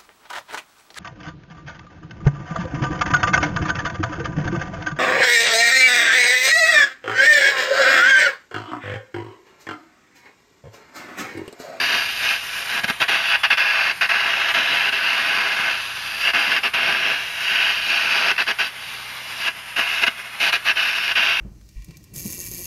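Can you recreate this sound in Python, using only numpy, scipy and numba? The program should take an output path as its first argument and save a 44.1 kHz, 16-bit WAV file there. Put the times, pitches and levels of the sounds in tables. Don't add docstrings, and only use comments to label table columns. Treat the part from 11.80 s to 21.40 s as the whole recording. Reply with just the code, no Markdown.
import sys
import numpy as np
from scipy import signal
from scipy.fft import rfft, irfft, next_fast_len
from scipy.io import wavfile
from scipy.ndimage import uniform_filter1d, map_coordinates
from numba import njit

SR = 44100
rng = np.random.default_rng(int(sys.argv[2]) if len(sys.argv) > 2 else 0)


def generate_wav(sig):
    pcm = np.round(np.clip(np.atleast_2d(sig).T, -1, 1) * 32767).astype(np.int16)
    wavfile.write(sys.argv[1], SR, pcm)


N = 423360

# (time [s], roar level [dB])
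ARC_STRENGTH = [(0.0, -20), (0.15, -19.5), (0.38, -29.5), (0.47, -19), (0.54, -21.5), (0.6, -31.5),
                (0.86, -27.5), (0.98, -20), (1.22, -15.5), (1.4, -19), (1.48, -23.5), (1.55, -14.5),
                (1.85, -17.5), (2.2, -18), (2.4, -19), (2.9, -19), (3.25, -21), (3.48, -22.5), (3.62, -18),
                (3.76, -22.5), (3.88, -19), (4.06, -33.5), (4.4, -28.5), (4.475, -17.5), (4.56, -15),
                (4.66, -19), (5.12, -20), (5.38, -22), (5.5, -34.5), (5.62, -28), (5.75, -18.5),
                (5.9, -17.5), (6.05, -26.5), (6.12, -21), (6.6, -16.5), (6.8, -17.5), (6.87, -28.5),
                (7.1, -38.5), (7.4, -50.5), (7.55, -38), (7.65, -22.5), (7.69, -15), (7.98, -18),
                (8.07, -25.5), (8.14, -22.5), (8.21, -25), (8.235, -16.5), (8.62, -18), (8.9, -13.5),
                (9.12, -23.5), (9.23, -23), (9.38, -16), (9.6, -22)]
# (out [s], struck again [s], flare at the strike [dB])
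ARC_BREAKS = [(1.008, 1.032, 3), (1.06, 1.075, -2.5), (1.118, 1.199, 0), (1.25, 1.278, 0),
              (1.569, 1.632, 9.5), (1.669, 1.701, 6.5), (1.749, 1.77, 4), (2.126, 2.209, 10.5),
              (2.27, 2.289, 7.5), (2.727, 2.738, 7.5), (3.105, 3.119, 3.5), (4.515, 4.532, 2),
              (4.797, 4.83, 3), (4.888, 4.935, 12), (6.527, 6.577, 0.5), (6.636, 6.67, 0.5),
              (6.723, 6.785, 0), (6.89, 6.98, -13), (7.696, 7.959, 1.5), (8.251, 8.264, 5),
              (8.282, 8.598, -1.5), (8.706, 8.723, 4), (8.772, 8.848, -10), (8.923, 8.956, -3.5),
              (9.33, 9.352, 1)]
# (time [s], level against the burning arc [dB], half-length [ms])
ARC_SPITS = [(1.101, -1, 2.5), (1.218, 5, 1.5), (1.227, -4, 1.6), (1.296, -3, 4.1), (6.565, -5, 2.5),
             (6.668, -2, 2), (7.998, -4, 8.6), (8.225, -5.5, 3.9), (8.238, -4.5, 5.5), (8.28, -1.5, 3.6)]
# (time [s], rumble level [dB], fizz level [dB],
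# roar over 3.5 kHz against the roar [dB], roar under 2.2 kHz against the band just over it [dB])
ARC_TONE = [(0, -36, -38, -10, 0), (.5, -46.5, -36.5, -10.5, -3), (1.1, -34.5, -36, -13, 3),
            (1.5, -51, -42, -13, -1.5), (2, -49, -43.5, -14.5, 1.5), (2.5, -46, -46.5, -14, 0.5),
            (3, -41, -42, -14, -1.5), (3.7, -39.5, -43.5, -14, 1.5), (4.4, -47, -38.5, -13, -2.5),
            (5.1, -36.5, -44.5, -16, 0), (5.8, -43, -39.5, -12.5, -3.5), (6.5, -42, -41, -13.5, -1),
            (7.198, -43, -42, -11.5, -3), (7.9, -41, -38, -14, 0), (8.15, -43, -39, -13, -0.5),
            (8.6, -44, -35, -9, -2), (9.1, -46.5, -41, -12, -3.5), (9.6, -44, -42, -14, -5.5)]
# (frequency [Hz], level [dB])
ROAR_SHAPE = [(200, -38), (450, -19.5), (700, -10.5), (1000, -8), (1550, -2.5), (2200, -4.5), (2700, 1),
              (3400, -9.5), (4400, -12), (6000, -21), (7500, -37), (9000, -55)]
RUMBLE_SHAPE = [(40, -61), (90, -15), (150, -4), (300, 1), (500, -1), (900, -10.5), (2000, -70)]
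FIZZ_SHAPE = [(4000, -3.5), (6500, -0.5), (8500, -4.5), (10000, -1.5), (12000, -3), (13500, -9),
              (15000, -45)]
JET_SHAPE = [(25, -40), (60, -22), (190, -10.5), (300, -17.5), (550, -14), (1140, -4.5), (2820, -2),
             (4000, -11.5), (5000, -12.5), (6300, -19), (9600, -16), (12500, -20), (15000, -37)]
# (time [s], level [dB], pitch [Hz])
MELT_POPS = [(1.044, -17, 224), (1.1006, -16, 240), (1.298, -22, 422), (3.796, -27, 201), (6.61, -25, 387),
             (7.991, -26, 221), (8.279, -22, 260)]
# (centre [Hz], width [Hz], lift [dB])
HOLLOW_PEAKS = [(398, 58, 6), (520, 45, 5), (676, 75, 9), (815, 60, 6), (975, 80, 6), (1100, 50, 4),
                (1185, 70, 5), (1352, 60, 6), (1515, 100, 9), (1655, 110, 10.5), (1760, 60, 7),
                (1890, 70, 7), (2017, 40, 4), (2135, 180, 8), (2315, 45, 3), (2430, 130, 6), (2560, 80, 3),
                (2662, 130, 7), (2780, 60, 3), (2875, 120, 8), (3095, 70, 5), (3230, 100, 4), (3402, 70, 4),
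                (3700, 200, 3), (3930, 130, 5), (4156, 100, 2), (4740, 270, 8.5), (5373, 250, 6),
                (5717, 120, 5), (6020, 150, 3)]
# (centre [Hz], width [Hz], lift [dB])
TREBLE_PEAKS = [(6130, 90, 3.5), (6580, 220, 4.5), (9150, 220, 8), (9400, 390, 0), (10200, 200, -2),
                (11300, 330, 8), (14400, 250, 2)]
# (centre [Hz], width [Hz], lift [dB])
REFLECTION_DIPS = [(345, 45, -7), (455, 35, -9), (528, 22, -7), (745, 30, -4), (1140, 30, -4),
                   (1812, 30, -4), (2045, 25, -5), (2265, 45, -4), (2352, 35, -6), (2730, 45, -4),
                   (3990, 50, -4), (4260, 120, -3), (4900, 90, -3)]
SHAFT_ORDERS = [1, 1.5, 2]
SHAFT_LEVELS = [-60, -67.5, -60.5]

REFERENCE_DB = -18
RUMBLE_GROWS, FIZZ_GROWS, SPRAY_GROWS, TILT_GROWS = 1.64, 0.31, -0.37, 0.2
FADE_MS, RISE_MS, FLARE_S = 6.25, 4.2, 0.018
LOADED_HZ, FREE_RISE_HZ = 58, 6.2
INERTIA_S, GOVERNOR_S, GOVERNOR_SHARE = 0.12, 0.54, 0.403
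LABOUR_DB_PER_HZ = 4
FAINT_DB = -42
TOP_HZ = 15050


def arc():
    roar_db, = curves(ARC_STRENGTH)
    grows = [RUMBLE_GROWS, FIZZ_GROWS, SPRAY_GROWS, TILT_GROWS]
    stronger_db = roar_db - REFERENCE_DB
    tone = [db + g * stronger_db for db, g in zip(curves(ARC_TONE), grows)]
    rumble_db, fizz_db, spray_db, tilt_db = tone
    flicker_db = 1.1 * wobble(14) + 0.48 * wobble(60) + 0.9 * wobble(250)
    spit_gain = spits()
    sparks = crackle(rate=900, spread_db=3.0)

    def layer(db, spiky, slowness, shape, share):
        colour = lambda hz: along(shape, hz) + hollow(hz, share)
        source = unit(rng.standard_normal(N) + spiky * sparks)
        gain = (burning(slowness) + spit_gain) * amp(db)
        return coloured(echoed(source, gain), colour) / np.std(coloured(source, colour))

    roar = layer(roar_db + flicker_db, spiky=0.71, slowness=0.96, shape=ROAR_SHAPE, share=1.015)
    roar = voiced(roar, roar_db, spray_db, tilt_db)
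    rumble_db = rumble_db + 1.1 * flicker_db + 1.9 * wobble(20)
    rumble = layer(rumble_db, spiky=0.36, slowness=1.1, shape=RUMBLE_SHAPE, share=0.67)
    fizz = layer(fizz_db + flicker_db, spiky=0.088, slowness=0.44, shape=FIZZ_SHAPE, share=0.44)
    return roar + rumble + fizz


def voiced(roar, roar_db, spray_db, tilt_db):
    upper, spray = above(roar, 2230), above(roar, 3500)
    body = roar - above(roar, 1100)
    roar = roar + body * (amp(0.056 * (roar_db + 14.0)) - 1)
    lower, middle = roar - upper, upper - spray
    balanced = 0.65 * (unit(lower) * amp(tilt_db / 2) + unit(middle) * amp(-tilt_db / 2))
    return np.std(roar) * (balanced + unit(spray) * amp(spray_db))


def burning(slowness):
    t, lit = np.arange(N) / SR, np.ones(N)
    for out, struck, flare_db in ARC_BREAKS:
        fade = slice(round((out - 0.01) * SR), round(struck * SR))
        strike = slice(fade.stop, round((struck + 0.2) * SR))
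        lit[fade] *= np.exp(-(t[fade] - t[fade.start]) * 1000 / FADE_MS)
        since = t[strike] - t[strike.start]
        rise = 1 - np.exp(-since * 1000 / (slowness * RISE_MS + 0.5))
        lit[strike] *= rise * amp(flare_db * np.exp(-since / FLARE_S))
    return lit


def spits():
    t = np.arange(N) / SR
    return sum(amp(db) * np.exp(-((t - s) * 1000 / ms) ** 2) for s, db, ms in ARC_SPITS)


def crackle(rate, spread_db):
    sparks = rng.random(N) < rate / SR
    size = amp(spread_db * np.clip(rng.standard_normal(N), -3, 2))
    return unit(sparks * rng.choice([-1, 1], N) * size)


def echoed(source, gain):
    t = np.arange(SR // 3) / SR
    tail = amp(-60 * t / 0.13) ** 2
    wet = np.sqrt(abs(signal.fftconvolve(gain ** 2, tail / tail.sum())[:N]))
    return source * gain + amp(-9) * wet * rng.standard_normal(N)


def pops():
    out, t = np.zeros(N + SR), np.arange(SR // 20) / SR
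    for s, db, hz in MELT_POPS:
        snap = 0.82 * amp(-60 * t / 0.047) * np.sin(2 * np.pi * 2.26 * hz * t)
        swing = np.sin(2 * np.pi * hz * t) + snap
        onset = 1 - np.exp(-t / 0.00072)
        out[round(s * SR):][:len(t)] += amp(db - 60 * t / 0.026) * swing * onset
    returned = np.pad(out, (round(0.0112 * SR), 0))[:N]
    return out[:N] + amp(-18) * returned


def jet():
    air = rng.standard_normal(N) * amp(0.22 * wobble(2.5) + 1.67 * wobble(35))

    def colour(hz):
        return along(JET_SHAPE, hz) + hollow(hz, share=0.41) / (1 + (hz / 3800) ** 4)

    return amp(-34.0) * unit(coloured(air, colour))


def hollow(hz, share):
    bands = HOLLOW_PEAKS + TREBLE_PEAKS + REFLECTION_DIPS
    return share * sum(db * np.exp(-np.log(16) * ((hz - c) / w) ** 2) for c, w, db in bands)


def shifting(x, depth_db):
    hz, _, z = signal.stft(x, SR, nperseg=1024)
    field = uniform_filter1d(rng.standard_normal(z.shape), size=3, axis=0)
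    field = uniform_filter1d(field, size=40, axis=1)
    field = uniform_filter1d(field, size=12, axis=1)
    reach = np.clip(hz / 4000, 0.3, 1)[:, None]
    return signal.istft(z * amp(depth_db * reach * unit(field)), SR, nperseg=1024)[1][:N]


def generator():
    load = burning(slowness=0.92) * (curves(ARC_STRENGTH)[0] - FAINT_DB) / 10
    free = 1 - np.clip(load, 0, 1)
    governed = free - GOVERNOR_SHARE * lagged(free, GOVERNOR_S)
    rise_hz = FREE_RISE_HZ * lagged(governed, INERTIA_S)
    labour_db = LABOUR_DB_PER_HZ * np.clip(-rise_hz, 0, None)
    turn = 2 * np.pi * np.cumsum(LOADED_HZ + rise_hz + 0.19 * wobble(6.2)) / SR
    hum = np.zeros(N)
    for order, db in zip(SHAFT_ORDERS, SHAFT_LEVELS):
        hum += amp(db + labour_db + 2.1 * wobble(4.9)) * np.sin(order * turn)
    return np.sqrt(2) * hum


def lagged(x, seconds):
    keep = np.exp(-1 / (seconds * SR))
    return signal.lfilter([1 - keep], [1, -keep], x)


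def amp(db):
    return 10 ** (np.asarray(db) / 20)


def unit(x):
    return x / np.sqrt(np.mean(x ** 2) + 1e-20)


def along(points, hz):
    f, v = np.transpose(points)
    return np.interp(np.log(hz + 1), np.log(f + 1), v)


def curves(rows):
    s, *columns = np.transpose(rows)
    return [np.interp(np.arange(N) / SR, s, c) for c in columns]


def wobble(rate):
    points = rng.standard_normal(int(N * rate / SR) + 4)
    return map_coordinates(points, [np.arange(N) * rate / SR])


def coloured(x, db_at, size=8192):
    cepstrum = irfft(np.log(amp(db_at(np.fft.rfftfreq(size, 1 / SR))) + 1e-6))
    cepstrum[1:size // 2] *= 2
    cepstrum[size // 2 + 1:] = 0
    return signal.fftconvolve(x, irfft(np.exp(rfft(cepstrum))))[:N]


def above(x, hz):
    f = np.fft.rfftfreq(N, 1 / SR)
    return irfft(rfft(x) / (1 + np.exp(np.clip((hz - f) / 60, -50, 50))), N)


def scene():
    return (shifting(arc() + jet(), depth_db=2.5) + pops() + generator())[None]


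@njit
def follow(level, fall):
    out = level.copy()
    for i in range(1, len(out)):
        out[i] = max(out[i], out[i - 1] * fall)
    return out


def port_db(hz):
    off = (hz - 7910) ** 2
    return 10 * np.log10((off + 60 ** 2) / (off + 900 ** 2))


def record(dry):
    level = np.sqrt(abs(uniform_filter1d(dry[0] ** 2, size=441)))
    held = follow(level + amp(-20.0), amp(-18 / SR))
    x = dry[0] * (held / amp(-14.0)) ** -0.25
    x = coloured(x, port_db)
    x = signal.sosfilt(signal.butter(2, 45, "highpass", fs=SR, output="sos"), x)
    x = x / (1 + abs(x / 0.97) ** 6) ** (1 / 6)
    m = next_fast_len(N + SR // 2)
    return irfft(rfft(x, m) * (np.fft.rfftfreq(m, 1 / SR) < TOP_HZ), m)[None, :N]


dry = scene()
out = record(dry)
generate_wav(out)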